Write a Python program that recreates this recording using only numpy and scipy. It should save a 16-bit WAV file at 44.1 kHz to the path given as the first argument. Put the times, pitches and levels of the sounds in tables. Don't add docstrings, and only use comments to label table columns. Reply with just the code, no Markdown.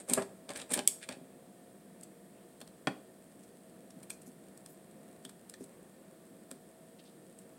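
import sys
import numpy as np
from scipy import signal
from scipy.fft import rfft, irfft
from scipy.io import wavfile
from scipy.ndimage import uniform_filter1d

SR = 44100
rng = np.random.default_rng(int(sys.argv[2]) if len(sys.argv) > 2 else 0)


def unload_audio(sound):
    columns = np.transpose(np.atleast_2d(sound))
    steps = np.round(np.clip(columns, -1, 1) * 32767)
    wavfile.write(sys.argv[1], SR, steps.astype(np.int16))


N = 334278
TIME_S = np.arange(N) / SR

# frequency in Hz, gain in dB.
SHELL_THROUGH_MIC = [(700, -19), (2400, -9.5), (3500, -12), (4900, -13), (6300, -15.5), (7400, -7),
                     (8000, -2.5), (8400, 1), (8900, -2.5), (10100, -9), (10800, -10.5), (12300, -19.5),
                     (13300, -14.5), (16000, -20)]
# frequency in Hz, T60 in seconds, level in dB.
TRAY_MODES = [(118, 0.11, -8.5), (190, .11, 0), (254.4, 0.092, 6), (391, .12, 0.5), (553, 0.053, 6.5),
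              (642, 0.067, 4.5), (801, 0.11, -6.5), (930, 0.032, -36), (1160, 0.079, -4.5),
              (1400, .05, -20), (1650, .07, -1), (1650, 0.056, 2), (2150, .04, -1.5), (2630, 0.0412, 2)]


def undb(db):
    return 10 ** (np.asarray(db) / 20)


def unit(x, count=None):
    return x / np.sqrt(np.sum(x ** 2) / (count or len(x)) + 1e-30)


def add(out, start_s, x):
    i = max(int(start_s * SR), 0)
    out[i:i + len(x)] += x[:len(out) - i]


def band(x, lo_hz, hi_hz, order=2):
    return signal.sosfilt(signal.butter(order, [lo_hz, hi_hz], "band", fs=SR, output="sos"), x)


def resonance(x, hz, width):
    return signal.lfilter(*signal.iirpeak(hz, 1 / width, fs=SR), x)


def colour(x, points, size=2048):
    hz, db = np.transpose(points)
    grid_hz = np.maximum(np.arange(size // 2 + 1) * SR / size, 1)
    gain = undb(np.interp(np.log(grid_hz), np.log(hz), db))
    cepstrum = irfft(np.log(gain))
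    cepstrum[1:size // 2] *= 2
    cepstrum[size // 2 + 1:] = 0
    return signal.fftconvolve(x, irfft(np.exp(rfft(cepstrum))))[:len(x)]


def drift(rate_hz):
    hold = int(SR / rate_hz)
    steps = np.repeat(rng.standard_normal(N // hold + 1), hold)
    return unit(uniform_filter1d(uniform_filter1d(steps, hold), hold)[:N])


def grains(per_s, spread_db):
    strength = undb(spread_db * np.minimum(rng.exponential(size=N), 3))
    return unit((rng.random(N) < per_s / SR) * strength * rng.choice([-1, 1], N))


def burst(envelope):
    spectrum = rfft(rng.standard_normal(len(envelope)) * envelope, 2 * len(envelope))
    return irfft(spectrum / np.abs(spectrum))[:len(envelope)]


def rattle(decay_s, top_hz, size=12000):
    envelope = np.exp(-np.arange(size) / SR / decay_s)
    return unit(band(burst(envelope), 199, top_hz, order=4))


def strike(modes, size=12000):
    t = np.arange(size) / SR
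    hz, t60_s, db = np.transpose(modes)[:, :, None]
    detune, scatter_db = rng.standard_normal((2, len(modes), 1))
    phase = 2 * np.pi * (hz * (1 + .003 * detune) * t + rng.random(hz.shape))
    ring = np.sum(undb(db + scatter_db - 60 * t / t60_s) * np.sin(phase), axis=0)
    return unit(ring * (1 - np.exp(-t / .0002)))


def background(rush_db=-57.8, hiss_db=-67):
    # frequency in Hz, relative density in dB.
    rush_spectrum = [(15, -62.5), (25, -30), (65, -20), (93, -19.5), (186, 0), (314, -6), (357, -3),
                     (439, -11), (473, -5.5), (501, -13.5), (530, -3), (560, -12.5), (651, -12), (756, -19),
                     (2200, -27), (2860, -31.5), (4840, -120)]
    hiss_spectrum = [(1500, -16.5), (1830, 5), (2100, -25.5), (2800, -8.5), (3280, -2), (3500, -4),
                     (4500, -5.5), (6000, -9), (7200, -5), (8500, 4.5), (9600, -3), (10700, -1),
                     (12200, -6.5), (16000, -7.5)]
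    # frequency in Hz, rms level in dB.
    motor_lines = [(194, -69.5), (472, -73), (531, -76.5), (590, -80), (649, -69), (708, -74), (766, -82.5),
                   (1050, -99)]
    rush = unit(colour(rng.standard_normal(N), rush_spectrum)) * undb(rush_db + .7 * drift(9))
    hiss = unit(colour(rng.standard_normal(N), hiss_spectrum)) * undb(hiss_db)
    hum = np.zeros(N)
    for hz, db in motor_lines:
        amplitude = np.sqrt(2) * undb(db + 2.5 * drift(4.3))
        hum += amplitude * np.sin(2 * np.pi * hz * TIME_S + .49 * drift(5.6))
    return rush + hiss + hum


def room(x, echo_s=.0064, echo_db=-12, tail_db=-15, low_t60_s=.31, high_t60_s=.3, size=26000):
    # frequency in Hz, gain in dB.
    reflection_spectrum = [(80, 1), (200, 1), (1200, 0.5), (3000, 0), (6000, 0), (7300, 1.5), (8400, -1),
                           (9500, -2.5), (12000, 1), (16000, -4.5)]
    t = np.arange(size) / SR
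    near, low, high = rng.standard_normal((3, size))
    cluster = near * (t > echo_s) * np.exp(-np.abs(t - echo_s) / .0053)
    low_tail = band(low, 90, 700) * undb(3 - 60 * t / low_t60_s)
    high_tail = band(high, 900, 16000, order=1) * undb(-60 * t / high_t60_s)
    tail = (low_tail + high_tail) * np.clip(t / echo_s - 1, 0, 1)
    response = undb(echo_db) * unit(cluster, count=1) + undb(tail_db) * unit(tail, count=1)
    return x + signal.fftconvolve(x, colour(response, reflection_spectrum))[:N]


def wet_ticks(start_s=3.2, end_s=7.5, rms_db=-77):
    picking = (TIME_S > start_s) & (TIME_S < end_s)
    return undb(rms_db) * picking * unit(colour(grains(per_s=14, spread_db=.5), SHELL_THROUGH_MIC))


def finger_rubs():
    # start in seconds, length in seconds, level in dB, centre in Hz.
    rubs = [(2.333, .12, -75, 2400), (3.423, 0.029, -67.5, 7500), (4.097, 0.055, -58, 7500),
            (4.256, 0.04, -59, 8550), (4.67, .08, -62.5, 11000), (5.593, .05, -64, 8000),
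            (6.983, 0.03, -62.5, 3080), (7.029, .087, -68.5, 3600), (7.372, 0.081, -76, 8650)]
    out = np.zeros(N)
    friction = grains(per_s=1500, spread_db=3)
    for start_s, length_s, db, hz in rubs:
        n = int(length_s * SR)
        slips = band(friction[int(start_s * SR):][:n], hz / np.sqrt(2), hz * np.sqrt(2))
        add(out, start_s, undb(db) * unit(slips) * np.sin(np.pi * np.arange(n) / n))
    return out


def scissors_down(landing_db=-28.5, tick_db=-22):
    # start in seconds, level in dB.
    contacts = [(2.8716, -32.5), (2.8744, -31.5), (2.8772, -40)]
    # frequency in Hz, T60 in seconds, level in dB.
    modes = [(132, 0.15, -7), (198.4, 0.17, -5), (293, 0.056, 3.5), (408, 0.05, 5), (540, 0.16, -11),
             (770, 0.066, -3.5), (1120, .06, -9), (1263, 0.037, 2), (1590, 0.033, -24), (1847, 0.024, 7.5),
             (2260, 0.033, -7), (2360, 0.044, -8), (3290, 0.033, -0.5), (4470, 0.0079, 7),
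             (4950, 0.023, -3.5), (5960, 0.024, -10), (7270, 0.015, -8.5), (8400, 0.0096, 0)]
    out = np.zeros(N)
    landing = strike(modes) + undb(tick_db) * rattle(decay_s=.0099, top_hz=12100)
    add(out, contacts[0][0], undb(landing_db) * unit(landing, count=400))
    for start_s, db in contacts:
        add(out, start_s, undb(db) * unit(rattle(decay_s=.0037, top_hz=2110), count=400))
    return out


def tray_knocks(rattle_db=-5):
    # start in seconds, level in dB, contact hardness as a corner in Hz.
    knocks = [(0.111, -31.5, 363), (0.1748, -28.5, 1440), (0.1816, -29, 1600), (0.503, -41.5, 2000),
              (0.7147, -37, 510), (0.76, -36, 500), (.791, -41.5, 1510), (0.879, -49, 500),
              (1.088, -42, 1500), (1.168, -47.5, 450), (1.212, -51, 500), (2.614, -51, 1300),
              (2.923, -53, 450), (3.957, -47.5, 219), (4.274, -48, 236), (5.25, -51, 400),
              (5.607, -42.5, 360), (6.306, -53, 334), (6.513, -47.5, 488)]
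    out = np.zeros(N)
    for start_s, db, corner_hz in knocks:
        blow = strike(TRAY_MODES) + undb(rattle_db) * rattle(decay_s=.01, top_hz=2600)
        add(out, start_s, undb(db) * unit(band(blow, 142, corner_hz), count=440))
    return out


def squeeze(start_s, length_s, linger_db, linger_s, attack_s=.027, slacken_db_per_s=45.5, release_s=.01):
    held_s = np.clip(TIME_S - start_s, 0, length_s)
    after_s = np.maximum(TIME_S - start_s - length_s, 0)
    attack = np.minimum(held_s / attack_s, 1) ** 2
    release = np.maximum(np.exp(-after_s / release_s), undb(linger_db) * np.exp(-after_s / linger_s))
    return attack * undb(-slacken_db_per_s * held_s) * release


def prying(shudder_db=-13.5):
    # start and length in seconds, then crackle, rasp and rumble gains in dB.
    squeezes = [(-.018, 0.024, -45.5, -55, -52), (0.069, 0.11, -40.5, -48.5, -41.5),
                (0.142, 0.085, -52.5, -51.5, -40), (0.475, 0.044, -53, -52, -43.5),
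                (0.53, 0.1, -49.5, -51.5, -49.5), (0.684, 0.084, -39.5, -46, -44.5),
                (0.754, 0.039, -54, -43, -37.5), (1.001, 0.034, -50.5, -48.5, -67.5),
                (1.08, 0.062, -56.5, -54, -50.5)]
    # frequency in Hz, gain in dB.
    hollow_spectrum = [(900, -36.5), (1400, -3), (1700, 3.5), (2000, -0.5), (2350, 4.5), (2650, -2.5),
                       (2900, -4), (3250, -3.5), (3600, 0), (4150, -5), (5000, -8), (6500, -24),
                       (9000, -45.5)]
    crackle_gain, rasp_gain, rumble_gain = np.zeros((3, N))
    for start_s, length_s, crackle_db, rasp_db, rumble_db in squeezes:
        strain = squeeze(start_s, length_s, linger_db=-17, linger_s=.1)
        rocking = squeeze(start_s, length_s, linger_db=-20.5, linger_s=.2)
        crackle_gain = np.maximum(crackle_gain, undb(crackle_db) * strain)
        rasp_gain = np.maximum(rasp_gain, undb(rasp_db) * strain)
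        rumble_gain = np.maximum(rumble_gain, undb(rumble_db) * rocking)
    splinters = grains(per_s=450, spread_db=3)
    fine_slips = splinters + .6 * grains(per_s=4000, spread_db=2)
    coarse_slips = splinters + .6 * grains(per_s=2000, spread_db=2)
    crackle = unit(band(colour(fine_slips, SHELL_THROUGH_MIC), 6000, 11000))
    rasp = unit(colour(coarse_slips, hollow_spectrum))
    bumps = grains(per_s=980, spread_db=2.5)
    tray_response = strike(TRAY_MODES) + rattle(decay_s=.013, top_hz=1500)
    tray = unit(band(signal.fftconvolve(bumps, tray_response)[:N], 110, 1100, order=1))
    shudder = undb(shudder_db) * unit(band(grains(per_s=980, spread_db=-3), 26, 116))
    return crackle_gain * crackle + rasp_gain * rasp + rumble_gain * (tray + shudder)


def shell_cracks(ring_db=5.5, mirror_db=-8, gentle_db=-45.5, clean_db=-27, splinter_s=.004, size=2048):
    # time in seconds, treble in dB, body in dB, fracture run in seconds, piece ring in Hz.
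    cracks = [(0.0866, -45, -62, .0017, 2200), (0.098, -32, -54, 0.0012, 4170),
              (0.1348, -20, -31, 0.0028, 4600), (0.222, -53, -44.5, 0.0032, 1690),
              (0.4911, -57, -42, 0.0021, 3240), (0.5046, -50, -46, 0.0011, 2260),
              (0.5353, -50, -52.5, .001, 3730), (0.5589, -50, -40, 0.0039, 2300),
              (0.573, -42.5, -52, .0012, 2350), (0.599, -52, -43.5, 0.0024, 2660),
              (0.6159, -53, -42.5, 0.0029, 3820), (0.7178, -34, -39, 0.0044, 2080),
              (0.7364, -25, -32.5, 0.0036, 3600), (0.74, -27, -31.5, .0024, 1740),
              (0.7747, -39, -38, 0.0022, 1870), (0.7911, -42, -32, 0.0011, 3100),
              (0.8754, -16, -31.5, .0016, 3630), (1.0893, -46, -37, 0.0025, 2530),
              (1.124, -58, -48, .0021, 2450), (2.011, -54, -68, 0.00077, 1660),
              (2.032, -46, -73, 0.0051, 5370), (2.604, -54, -58, 0.0018, 1660),
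              (2.6139, -50, -47, 0.0034, 3400), (2.6756, -58, -55, 0.0021, 4570),
              (3.905, -58, -56, 0.0038, 5500), (4.0298, -50, -54, .0055, 2400),
              (4.1023, -36.5, -39.5, 0.0031, 2400), (4.2167, -54.5, -66, 0.0055, 1750),
              (4.5753, -53, -62, 0.0019, 5330), (4.661, -49, -52.5, 0.0017, 5420),
              (5.2502, -46, -44, 0.003, 3330), (5.293, -51, -52, 0.0038, 1650),
              (5.497, -45.5, -54.5, 0.0017, 5300), (5.5391, -56, -47.5, 0.0026, 1780),
              (5.64, -51.5, -61, 0.0032, 4700), (6.5126, -42.5, -46, 0.0024, 1650),
              (7.388, -51.5, -63, 0.0025, 2710)]
    # frequency in Hz, gain in dB.
    cavity_modes = [(1680, -3), (2400, -4.5), (3330, -4), (4300, 0), (5450, -5.5)]
    out, t = np.zeros(N), np.arange(size) / SR
    for start_s, treble_db, body_db, run_s, piece_hz in cracks:
        tear = colour(burst(np.exp(-.5 * (t / run_s) ** 2)), SHELL_THROUGH_MIC)
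        add(tear, rng.uniform(.0005, .0012), undb(mirror_db) * tear)
        cavity = sum(undb(db + 2 * rng.standard_normal()) * resonance(tear, hz, width=.06)
                     for hz, db in cavity_modes)
        piece = undb(ring_db) * resonance(tear, piece_hz, width=.12)
        body = band(tear, 2000, 6480) + cavity + piece
        mid_db = body_db - 8 - .5 * max(body_db - gentle_db, 0)
        parts = (treble_db, band(tear, 4570, 14000)), (body_db, body), (mid_db, band(tear, 900, 2000))
        add(out, start_s, sum(undb(db) * unit(part, count=220) for db, part in parts))
        if treble_db < clean_db:
            splinters = colour(rng.standard_normal(size) * np.exp(-t / splinter_s), SHELL_THROUGH_MIC)
            add(out, start_s - splinter_s, undb(treble_db - 15.5) * unit(splinters, count=220))
    return out


def scene():
    handling = shell_cracks() + wet_ticks() + prying() + tray_knocks() + scissors_down() + finger_rubs()
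    radiated = band(handling, 100, 20000)
    return (room(radiated) + background())[None]


def record(dry):
    return signal.sosfilt(signal.ellip(8, .2, 70, 16000, fs=SR, output="sos"), dry)


dry = scene()
out = record(dry)
unload_audio(out)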